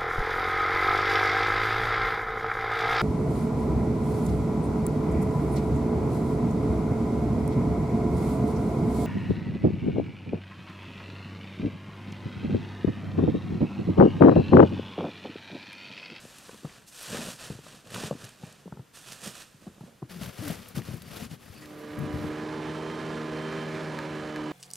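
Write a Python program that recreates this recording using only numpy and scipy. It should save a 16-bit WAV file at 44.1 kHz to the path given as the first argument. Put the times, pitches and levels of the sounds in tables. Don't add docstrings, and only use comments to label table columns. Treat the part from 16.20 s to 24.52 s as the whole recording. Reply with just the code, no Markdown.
import sys
import numpy as np
from scipy import signal
from scipy.fft import rfft, irfft
from scipy.io import wavfile

SR = 44100
rng = np.random.default_rng(int(sys.argv[2]) if len(sys.argv) > 2 else 0)


def generate_wav(sig):
    pcm = np.round(np.clip(np.atleast_2d(sig).T, -1, 1) * 32767).astype(np.int16)
    wavfile.write(sys.argv[1], SR, pcm)


N = 366912
TIME = np.arange(N) / SR

# frequency in Hz, relative level in dB.
FILM_TONE = [(290, -5.5), (480, -0.5), (707, -1.5), (878, -3.5), (1050, -0.5), (1480, 1), (1850, 0.5),
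             (2150, -8), (2550, 0.5), (3000, -1.5), (5190, -5), (8200, -6.5), (9100, -6), (9750, -12.5),
             (10700, -12), (12000, -12.5), (13300, -23), (14400, -22), (15800, -28)]
FLAP_TONE = [(29, -51), (50, -29), (107, 2), (135, 4), (235, 1), (310, -8.5), (460, -5.5), (611, -5.5),
             (900, -17), (1170, -19), (1980, -120)]
# start, rise, hold and fade in seconds, then swish level, extra treble
# and flap level in dB.
SACK_SLIDES = [(0.0, 0.00096, 0.35, 0.37, -55, 3, -60), (0.176, 0.0046, 0.0066, 0.021, -68, 12, -63),
               (0.427, 0.009, 0.14, 0.15, -56, -3, -59), (0.662, 0.023, .004, 0.043, -63.5, 20, -89),
               (0.693, 0.05, 0.04, 0.12, -55, 10.5, -80), (0.747, 0.092, 0.28, 0.1, -47, 6, -75),
               (0.869, 0.084, 0.027, 0.079, -42.5, -29, -37.5),
               (0.983, 0.025, 0.072, 0.092, -48.5, -13, -41),
               (1.165, 0.039, 0.064, 0.24, -47.5, 1.5, -55.5), (1.406, 0.049, 0.1, 0.16, -54, 0.5, -57.5),
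               (1.627, 0.044, 0.045, 0.071, -57.5, 0, -49.5), (1.69, 0.056, 0.13, 0.078, -43.5, -0.5, -42),
               (1.893, 0.12, 0.045, 0.21, -51.5, 0, -54.5), (2.143, 0.1, 0.038, 0.44, -56, -1, -55),
               (2.728, 0.03, 0.019, 0.12, -53, 6.5, -63.5), (2.782, 0.094, 0.024, 0.61, -51, 3.5, -58),
               (2.908, 0.016, 0.01, 0.04, -54.5, 11, -65), (2.994, 0.063, 0.016, 0.094, -46, 7, -46.5),
               (3.106, 0.051, 0.066, 0.077, -51, 4, -64), (3.4, 0.019, 0.025, 0.46, -64.5, 3, -59),
               (3.546, 0.11, 0.0098, 0.14, -63, 0, -51.5)]
# time in seconds, dB louder on the left.
SACK_PAN = [(0, -0.1), (2.6, -1.5), (2.9, -3.5), (3.6, -3)]

def sliding_sacks():
    strokes = np.array([stroke(*row[:4]) for row in SACK_SLIDES])
    swish_db, treble_db, flap_db = np.transpose(SACK_SLIDES)[4:]
    slide_gain = joint_gain(strokes, swish_db)
    treble_gain = joint_gain(strokes, swish_db + treble_db)
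    creases = clicks(4000 * np.sqrt(slide_gain / slide_gain.max()), spread_db=3.5)
    swish = shape_noise(hiss() + 0.62 * creases, FILM_TONE, CENTRE, side_db=-24)
    treble = signal.sosfiltfilt(signal.butter(1, 6000, "high", fs=SR, output="sos"), swish)
    flap = shape_noise(clicks(500, spread_db=2.5), FLAP_TONE, CENTRE, side_db=-20.5)
    sliding = ((swish - treble) * slide_gain + treble * treble_gain) * from_db(0.73 * drift(78))
    crinkle = from_db(-15) * crackles(500, low_hz=5000, high_hz=11000) * treble_gain
    folds = from_db(-13) * crackles(160, low_hz=2400, high_hz=4580, width_share=0.062, count=4)
    flapping = flap * joint_gain(strokes, flap_db) * from_db(-1.5 * drift(23))
    place_db, = follow(SACK_PAN)
    return (sliding + crinkle + folds * slide_gain + flapping) * pan(place_db)


# start in seconds, body level in dB, base pitch in Hz,
# ring time in seconds, slap level in dB, top of the slap in Hz, pitch of the sack's skin in Hz.
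KNOCKS = [(0.035, -33.5, 170, 0.042, -65, 700, 400), (0.049, -33, 200, 0.032, -33.5, 900, 520),
          (0.182, -39, 225, 0.057, -53.5, 700, 400), (0.28, -36.5, 201, .045, -46, 900, 500),
          (0.29, -40, 252, 0.022, -34.5, 1580, 477), (0.325, -30.5, 262, .035, -39, 700, 450),
          (0.341, -35, 218, 0.066, -35, 990, 480), (0.429, -30, 229, .026, -37, 900, 450),
          (0.444, -16, 155, .044, -25.5, 910, 534), (0.449, -43, 201, .03, -29.5, 1500, 376),
          (0.943, -16.5, 238, 0.035, -22.5, 1100, 560), (0.985, -22.5, 260, .048, -40, 1000, 446),
          (1.3, -11, 129, 0.022, -26.5, 960, 444), (1.347, -27.5, 131, 0.057, -42, 700, 380),
          (1.386, -31, 152, 0.058, -31, 784, 424), (1.463, -34, 161, .034, -35.5, 1400, 583),
          (1.747, -21, 138, .04, -40, 1800, 500), (1.758, -23.5, 148, .041, -22.5, 1330, 456),
          (1.834, -18, 144, 0.061, -25, 1100, 400), (1.9075, -15, 172, 0.049, -15.5, 980, 526),
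          (1.922, -16, 171, 0.034, -23, 990, 566), (1.948, -21.5, 186, .022, -36, 900, 400),
          (2.032, -30.5, 131, 0.1, -49, 700, 380), (2.2323, -17.5, 144, 0.032, -35, 1500, 395),
          (2.454, -28.5, 205, 0.11, -32, 620, 450), (2.474, -26, 208, 0.018, -30, 930, 446),
          (2.521, -17.5, 147, 0.036, -30, 1700, 413), (2.569, -24.5, 150, .04, -37, 1600, 403),
          (2.591, -21, 137, 0.049, -37, 1700, 410), (3.064, -32, 231, 0.11, -39, 900, 480),
          (3.342, -33, 146, 0.04, -63, 597, 386), (3.419, -34.5, 214, .03, -49, 760, 560),
          (3.447, -38, 189, .034, -60, 600, 400), (3.4645, -21, 204, 0.045, -33, 1000, 335),
          (3.473, -22, 179, 0.019, -35, 1400, 364), (3.578, -48, 190, 0.03, -44, 1400, 350),
          (3.606, -25, 157, 0.045, -37, 1520, 403), (3.633, -29, 194, 0.06, -40, 900, 370),
          (3.818, -26, 200, .03, -35, 1250, 332), (3.823, -17.5, 143, 0.049, -25, 1270, 332),
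          (4.012, -28, 187, 0.11, -31, 900, 620), (4.187, -17, 118, 0.046, -52, 800, 400),
          (4.273, -22, 121, .062, -29, 900, 600), (4.298, -16, 167, 0.055, -24, 794, 613),
          (4.571, -13, 143, 0.045, -38, 1300, 400), (4.586, -14, 136, 0.028, -33, 1300, 380),
          (4.683, -16.5, 127, 0.031, -30, 706, 428), (4.707, -19.5, 150, 0.048, -52, 600, 400),
          (4.736, -15, 126, 0.04, -50, 600, 400), (5.017, -26, 204, 0.06, -48, 700, 480),
          (5.295, -27, 110, 0.057, -70, 600, 400), (5.797, -19, 172, 0.086, -46, 700, 450),
          (5.83, -13, 166, .039, -48, 700, 450), (5.997, -25, 130, .034, -48, 700, 400),
          (6.039, -19, 161, 0.037, -22, 895, 430)]
# multiple of its pitch, relative level in dB.
SKIN_RINGS = [(1, 0), (2.12, -3), (3.25, -3)]
# time in seconds, dB louder on the left.
KNOCK_PAN = [(1.9, 2), (2.5, 1), (3.8, 0.5), (4.05, 7), (6, 9)]

def thuds(dive_s=0.0022, swell_s=0.0074, delay_s=0.00196):
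    out, t = np.zeros((2, N)), np.arange(SR // 5) / SR
    for start, body_db, hz, ring_s, slap_db, top_hz, skin_hz in KNOCKS:
        noise = rng.standard_normal((2, len(t)))
        cycles = hz * (0.884 * t + 1.66 * dive_s * (1 - np.exp(-t / dive_s)))
        body = np.sin(2 * np.pi * cycles) * die_away(t, ring_s) * swell(t, swell_s)
        settling = from_db(-25) * unit_level(band(noise[0], 64, 277)) * die_away(t, 0.18)
        ring = sum(from_db(db + 2.5 * rng.standard_normal()) * np.sin(2 * np.pi * ratio * skin_hz * t)
                   for ratio, db in SKIN_RINGS)
        skin = 0.93 * ring + 0.45 * unit_level(band(noise[1], 320, 2400))
        slap = cut_treble(skin * die_away(t, 0.016) * swell(t, 0.0012), top_hz)
        add(out, start + delay_s, from_db(body_db) * (body + settling) + from_db(slap_db) * slap)
    place_db, = follow(KNOCK_PAN)
    return signal.sosfilt(signal.butter(2, 55, "high", fs=SR, output="sos"), out) * pan(place_db)


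# start in seconds, crack level in dB, middle of the crack in Hz,
# tick level in dB, treble limit in Hz.
CREASE_SNAPS = [(0.1844, -35.5, 5500, -46, 12000), (0.2912, -42, 1300, -55, 12000),
                (0.495, -40, 1350, -58, 12000), (0.559, -47, 3600, -64, 11450),
                (0.826, -44, 3970, -34, 13400), (1.162, -38, 5500, -58.5, 11560),
                (1.349, -44, 5500, -50, 12000), (1.705, -38, 2500, -45, 12500),
                (1.745, -25, 2500, -36, 13000), (2.0432, -30, 4060, -45, 13500),
                (2.0505, -33, 5000, -51, 12500), (2.0914, -35, 5500, -53, 12500),
                (2.267, -43, 5500, -54, 12000), (2.326, -38, 5500, -55, 12000),
                (2.788, -35, 6500, -57, 11500), (2.921, -31, 4000, -46, 14000),
                (3.078, -37, 4500, -40, 13000), (3.607, -50, 2200, -57, 13000),
                (3.899, -46, 1980, -63, 15200), (4.0328, -32, 2500, -37, 15500),
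                (4.061, -32, 1800, -39, 15500), (4.112, -43, 1190, -58, 15500),
                (4.167, -47, 2000, -56, 15500), (4.236, -38, 2500, -38, 15500),
                (4.2798, -30, 2500, -30, 15500), (4.305, -33, 2000, -36, 15500),
                (4.43, -43, 2400, -59, 15500), (4.4596, -38, 2200, -58, 15500),
                (4.485, -47, 3000, -38, 15500), (4.5535, -47, 3000, -39, 15500),
                (4.5777, -37, 2000, -46, 15500), (4.6189, -37, 1600, -55, 15500),
                (4.654, -38, 2500, -46, 15500), (4.743, -42, 2500, -43, 15500),
                (4.7684, -46, 3000, -44, 15500), (4.82, -36, 2600, -42, 15500),
                (5.1133, -38.5, 2550, -55, 15500), (5.339, -52, 3000, -52, 15500),
                (5.458, -37, 3000, -48, 15500), (5.788, -48, 3760, -40.5, 15500)]

def snaps():
    out, t = np.zeros((2, N)), np.arange(SR // 10) / SR
    for start, crack_db, hz, tick_db, top_hz in CREASE_SNAPS:
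        noise = rng.standard_normal((2, len(t)))
        pop = 6 * (t == 0) + noise[0] * die_away(t, 0.016)
        crack = cut_treble(band(pop, hz / 2, hz * 2), top_hz)
        tick = band(noise[1] * die_away(t, 0.023) * swell(t, 0.0012), 8100, top_hz)
        add(out, start, from_db(crack_db) * crack / np.abs(crack).max())
        add(out, start, from_db(tick_db) * tick / np.abs(tick).max())
    return out


# frequency in Hz, relative level in dB.
SCRATCH_TONE = [(240, -7), (400, 0), (600, -4.5), (920, -7.5), (1280, -4), (2070, -6.5), (2800, -6.5),
                (4080, -10), (4650, -7.5), (7700, -16), (12000, -12.5), (14200, -21), (15800, -25)]
RUMBLE_TONE = [(24, -48), (40, -25), (81, -4), (167, -3.5), (237, -7.5), (390, -29), (600, -31), (780, -54),
               (1320, -120)]
# frequency in Hz, dB louder on the left.
CLOTH_PAN = [(60, 0.5), (200, 7.5), (700, 15.5), (1300, 3), (2400, 1.5), (8000, 0)]
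# start, rise, hold and fade in seconds, then scratch and rumble level in dB.
SLEEVE_RUBS = [(3.887, 0.011, 0.16, 0.47, -51, -57), (3.985, 0.03, 0.079, 0.018, -47.5, -41),
               (4.13, 0.13, 0.017, 0.083, -42, -42), (4.255, 0.02, 0.05, 0.078, -44, -37),
               (4.31, 0.012, 0.16, 0.29, -52.5, -51.5), (4.544, 0.012, 0.026, 0.07, -43, -35),
               (4.624, 0.029, 0.076, 0.35, -50, -46.5), (4.82, 0.14, 0.088, 0.069, -45.5, -43),
               (5.094, 0.024, 0.0093, 0.067, -48.5, -42.5), (5.169, 0.065, 0.2, 1, -55, -53),
               (5.762, 0.053, 0.041, 0.059, -57, -36.5), (5.876, 0.069, 0.11, 0.14, -56, -39)]

def sleeve():
    strokes = np.array([stroke(*row[:4]) for row in SLEEVE_RUBS])
    scratch_db, rumble_db = np.transpose(SLEEVE_RUBS)[4:]
    scratch = shape_noise(hiss() + 0.4 * clicks(900, spread_db=3), SCRATCH_TONE, CLOTH_PAN, side_db=-11)
    scratch += from_db(-9) * crackles(260, low_hz=1100, high_hz=3600) * pan(3.4)
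    scratch += from_db(-13) * crackles(220, low_hz=7000, high_hz=14500, count=5)
    rumble = shape_noise(clicks(500, spread_db=0.5), RUMBLE_TONE, CLOTH_PAN, side_db=-14)
    bumps = joint_gain(strokes, rumble_db) * from_db(3 * drift(24))
    catches = joint_gain(strokes, scratch_db) * from_db(1.5 * drift(39))
    return scratch * catches + rumble * bumps


# start and length in seconds, then slack, tight and final pitch
# in Hz, then level in dB.
FILM_GROANS = [(3.893, 0.1, 176, 194, 163, -46.5), (4.2, 0.106, 152, 325.5, 213, -41)]

def groans(edge_s=0.0071, tightest_share=0.317):
    out = 0
    for start, length, slack_hz, tight_hz, end_hz, db in FILM_GROANS:
        hz = np.interp((TIME - start) / length, [0, tightest_share, 1], [slack_hz, tight_hz, end_hz])
        angle = angle_of(hz * (1 + 0.06 * drift(60)))
        slips = np.sqrt(2) * (np.sin(angle) + from_db(-14) * np.sin(2 * angle))
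        out += from_db(db + 2.2 * drift(35)) * stroke(start, edge_s, length - edge_s, edge_s) * slips
    return out * pan(5.4)


# start and length in seconds, pitch and width in Hz, level in dB.
STRAP_SQUEAKS = [(4.825, 0.06, 4640, 120, -63), (5.354, 0.05, 4600, 350, -58),
                 (5.355, 0.04, 2580, 200, -60), (5.415, 0.042, 1936, 40, -52.5),
                 (5.403, 0.042, 4750, 400, -61), (5.41, 0.04, 6900, 600, -62)]

def strap():
    out = np.zeros((2, N))
    for start, length, hz, width_hz, db in STRAP_SQUEAKS:
        fade = signal.windows.tukey(round(length * SR), 0.5)
        ring = resonate(rng.standard_normal(SR // 5), [(hz, width_hz, 0)])
        add(out, start, from_db(db) * fade * ring[-len(fade):])
    return out


# time in seconds, turns of the crankshaft per second.
ENGINE_SPEED = [(5.4, 76.1), (5.58, 74.7), (5.63, 75.2), (5.73, 74.7), (6.0, 75.0), (6.05, 75.7),
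                (6.26, 77.0), (6.48, 77.3), (6.58, 78.6), (6.8, 78.8), (7.1, 77.4), (7.35, 78.8),
                (7.5, 77.7), (7.58, 78.6), (7.78, 76.7), (8.02, 76.8), (8.14, 76.2), (8.3, 75.9)]
# time in seconds, effort from 0 to 1.
ENGINE_EFFORT = [(5.92, 0.04), (6.07, 0.46), (6.45, 0.71), (6.62, 0.75), (7.0, 0.87), (7.11, 0.62),
                 (7.22, 0.93), (7.45, 1), (8.0, 0.76), (8.3, 0.55)]
# frequency in Hz, dB louder on the left.
SNOWMOBILE_PAN = [(60, 2), (200, 2), (400, -4), (700, -5.5), (4400, -4), (15000, -3)]

def snowmobile():
    speed, = follow(ENGINE_SPEED)
    effort, = follow(ENGINE_EFFORT)
    angle = angle_of(speed * (1 + 0.0007 * drift(13)))
    gusts = 1 + 0.04 * np.cos(2 * angle) + 0.046 * np.cos(angle)
    drone = exhaust(angle, speed, effort)
    rattle = casing(angle, gusts, effort) + hood(angle, effort)
    churn = track_churn(gusts, effort)
    roughness = 1 + 0.03 * drift(31)
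    return drone * roughness + rattle + churn + gear(speed) + track_cogs() + track_growl()


# multiple of the engine speed, level in dB before cruising,
# level in dB while cruising, dB lost at zero effort.
EXHAUST_TONES = [(1, -51.5, -63, 21), (2, -38, -38, 11), (3, -39.5, -41.5, 13.5), (4, -39, -42, -1.5),
                 (5, -37, -39.5, 12.5), (6, -44.5, -45.5, -2), (7, -51.5, -62, 0), (8, -48, -47.5, -2),
                 (9, -49.5, -66, 21), (10, -60.5, -54.5, -6), (11, -73, -63, 10), (14, -57, -64, 9),
                 (15, -54, -75, 11), (16, -76, -61.5, -22.5), (17, -88, -72, -3), (20, -67, -62, 5),
                 (21, -93, -66, 1), (22, -54, -50.5, -1.5), (28, -62.5, -61, 0), (30, -77, -56, 7),
                 (46, -66.5, -68, 5), (53, -64, -64, 3)]

def exhaust(angle, speed, effort, pipe_hz=304.5, pipe_half_width_hz=2.6):
    cruising = ramp(7.1, 7.3)
    out = 0
    for multiple, early_db, cruise_db, lost_db in EXHAUST_TONES:
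        db = early_db + (cruise_db - early_db) * cruising - lost_db * (1 - effort)
        pipe_db = 5 / (1 + ((multiple * speed - pipe_hz) / pipe_half_width_hz) ** 2)
        gain = from_db(db + pipe_db + 1.5 * drift(5))
        smear = np.pi * multiple ** 2 / 4
        place_db = at_hz(SNOWMOBILE_PAN, multiple * speed.mean())
        out += gain * np.cos(multiple * angle - smear) * pan(place_db)
    return out


# pitch in Hz, width in Hz, relative level in dB.
CASING_RINGS = [(930, 39, -10), (1245, 14, 4.5), (1663, 85, 2), (2303, 94, -10.5), (3780, 54, -16),
                (4130, 73, -12)]

def casing(angle, gusts, effort):
    firings = np.diff(angle // np.pi, prepend=0)
    slaps = unit_level(firings * from_db(11.5 * rng.standard_normal(N)))
    shaking = hiss()[0] * gusts + from_db(-3.5) * slaps
    return resonate(shaking, CASING_RINGS) * from_db(-62 + 13.5 * effort) * pan(-0.94)


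def hood(angle, effort):
    jolts = np.diff(angle // (2 * np.pi), prepend=0)
    return from_db(-55 + 2 * effort) * unit_level(band(jolts, 720, 2000)) * pan(-2.5)


# frequency in Hz, relative level in dB.
TRACK_TONE = [(35, -20), (60, -2), (90, 0.5), (180, 6.5), (330, 5.5), (520, 1), (720, -1.5), (1200, -2),
              (1800, -4), (2700, -10), (4300, -15.5), (7000, -23.5), (11000, -33), (15000, -107)]

def track_churn(gusts, effort):
    snow = hiss() + 0.09 * clicks(900, spread_db=5.5)
    track = shape_noise(snow * gusts, TRACK_TONE, SNOWMOBILE_PAN, side_db=-28)
    dull = signal.sosfiltfilt(signal.butter(2, 550, fs=SR, output="sos"), track)
    clatter = from_db(-44 + 5 * effort) * (track - dull)
    return (from_db(-41) * dull + clatter) * from_db(1.03 * drift(52))


# time in seconds, level in dB.
GEAR_LOUDNESS = [(5.7, -59), (6.0, -53), (6.35, -53.5), (6.85, -51.5), (7.05, -53), (7.3, -52),
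                 (7.55, -55.5), (8.3, -66)]
OVERTONE_LOUDNESS = [(6.3, -67), (6.6, -57), (6.88, -59), (7.04, -68), (7.17, -56.5), (7.44, -56),
                     (7.54, -74), (7.72, -64), (7.85, -62), (8.3, -58.5)]

def gear(speed):
    whine_db, = follow(GEAR_LOUDNESS)
    overtone_db, = follow(OVERTONE_LOUDNESS)
    whine = from_db(whine_db) * wavering_tone(13.23 * speed, waver_hz=1.2, flutter_db=-1.5)
    overtone = from_db(overtone_db) * wavering_tone(39.69 * speed, waver_hz=13, flutter_db=1)
    return (whine + overtone) * pan(-8)


# time in seconds, cog strikes per second, level in dB.
COG_STRIKES = [(6.1, 860, -65), (6.35, 876, -49), (6.7, 910, -55), (7.2, 890, -57), (7.6, 890, -57),
               (7.77, 950, -46.5), (8.0, 990, -61), (8.32, 990, -48)]

def track_cogs(wheel_hz=15):
    hz, db = follow(COG_STRIKES)
    throb = 1 + 0.26 * np.cos(2 * np.pi * wheel_hz * TIME)
    return from_db(db) * rough_tone(hz, width_hz=45) * throb * ramp(5.9, 6.1) * pan(-8)


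# time in seconds, pitch in Hz, level in dB.
TRACK_DRUMMING = [(5.9, 410, -60), (6.3, 430, -47), (6.7, 435, -49.5), (7.05, 445, -46), (7.25, 530, -51),
                  (7.8, 555, -47), (8.3, 545, -55)]

def track_growl():
    hz, db = follow(TRACK_DRUMMING)
    return from_db(db) * rough_tone(hz, width_hz=31) * pan(-2)


# frequency in Hz, relative level in dB.
AIR_TONE = [(18, -43), (30, 3), (134, 7.5), (193, 9), (860, -3.5), (1340, -0.5), (2100, -4.5), (2660, -5),
            (8870, -13.5), (13900, -15), (15800, -30)]

def air():
    return from_db(-61.5) * shape_noise(hiss(), AIR_TONE, CENTRE, side_db=-9)


# frequency in Hz, dB added to the part that differs between the ears.
STEREO_WIDTH = [(60, -5.5), (700, 8), (2400, -4.5), (4400, -4), (8100, 11), (13000, -10.5)]
# frequency in Hz, dB louder on the left (zero).
CENTRE = [(60, 0), (15000, 0)]

def shape_noise(pair, tone, place, side_db):
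    hz = np.arange(N // 2 + 1) * SR / N
    middle, side = rfft(pair) * from_db(at_hz(tone, hz))
    sides = from_db(side_db + at_hz(STEREO_WIDTH, hz)) * side * [[1], [-1]]
    stereo = irfft((middle + sides) * pan(at_hz(place, hz)), N)
    return stereo / np.std(stereo.mean(0))


def hiss():
    return rng.standard_normal((2, N))


def clicks(per_s, spread_db):
    sizes = from_db(spread_db * np.minimum(rng.exponential(1, (2, N)), 4))
    signs = rng.choice([-1, 1], (2, N))
    return unit_level(sizes * signs * (rng.random((2, N)) < per_s / SR))


def crackles(per_s, low_hz, high_hz, width_share=0.17, count=10):
    creases = clicks(per_s, spread_db=1)[0]
    choice = rng.integers(0, count, N)
    rings = (resonate(creases * (choice == k) + 1e-18, [(hz, width_share * hz, 0)])
             for k, hz in enumerate(np.geomspace(low_hz, high_hz, count)))
    return unit_level(sum(rings))


def wavering_tone(hz, waver_hz, flutter_db):
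    angle = angle_of(hz + waver_hz * drift(28.2))
    return np.sqrt(2) * np.sin(angle) * from_db(flutter_db * drift(10))


def rough_tone(hz, width_hz):
    angle = angle_of(hz)
    return drift(width_hz) * np.cos(angle) + drift(width_hz) * np.sin(angle)


def drift(rate_hz):
    r = np.exp(-80 * np.pi * rate_hz / SR)
    noise = rng.standard_normal(N // 40 + 2002)
    slow = signal.lfilter([1], [1, -2 * r, r * r], noise)[2000:]
    return np.interp(np.arange(N) / 40, np.arange(len(slow)), unit_level(slow))


def resonate(x, rings):
    out = 0
    for hz, width_hz, db in rings:
        r = np.exp(-np.pi * width_hz / SR)
        feedback = [1, -2 * r * np.cos(2 * np.pi * hz / SR), r * r]
        out += from_db(db) * (1 - r * r) / 2 * signal.lfilter([1, 0, -1], feedback, x)
    return unit_level(out)


def band(x, low_hz, high_hz):
    return signal.sosfilt(signal.butter(2, [low_hz, high_hz], "band", fs=SR, output="sos"), x)


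def cut_treble(x, top_hz):
    return signal.sosfilt(signal.butter(6, top_hz, fs=SR, output="sos"), x)


def stroke(start, rise, hold, fade):
    fades_passed = np.clip((TIME - start - rise - hold) / fade, 0, 6)
    return ramp(start, start + rise) * from_db(-20 * fades_passed)


def joint_gain(strokes, db):
    return np.sqrt(from_db(2 * db) @ strokes ** 2)


def ramp(start, end):
    return np.clip((TIME - start) / max(end - start, 1e-3), 0, 1)


def swell(t, rise_s):
    return 1 - np.exp(-t / rise_s)


def die_away(t, ring_s):
    return from_db(-60 * t / ring_s)


def follow(rows):
    times, *columns = np.transpose(rows)
    return [np.interp(TIME, times, column) for column in columns]


def at_hz(rows, hz):
    frequencies, values = np.transpose(rows)
    return np.interp(np.log(np.maximum(hz, 1)), np.log(frequencies), values)


def angle_of(hz):
    return 2 * np.pi * np.cumsum(hz) / SR


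def pan(db):
    return from_db(np.array([[0.5], [-0.5]]) * db)


def from_db(db):
    return 10 ** (np.asarray(db) / 20)


def unit_level(x):
    return x / np.sqrt(np.mean(x ** 2) + 1e-20)


def add(out, start, sound):
    at = round(start * SR)
    out[:, at:at + sound.shape[-1]] += sound[..., :N - at]


def scene():
    loading = sliding_sacks() + thuds() + sleeve() + groans() + snaps() + strap()
    return loading + snowmobile() * ramp(5.328, 5.89) + air()


def record(dry, top_hz=15750):
    return signal.sosfilt(signal.ellip(12, 0.1, 80, top_hz, fs=SR, output="sos"), dry)


dry = scene()
out = record(dry)
generate_wav(out)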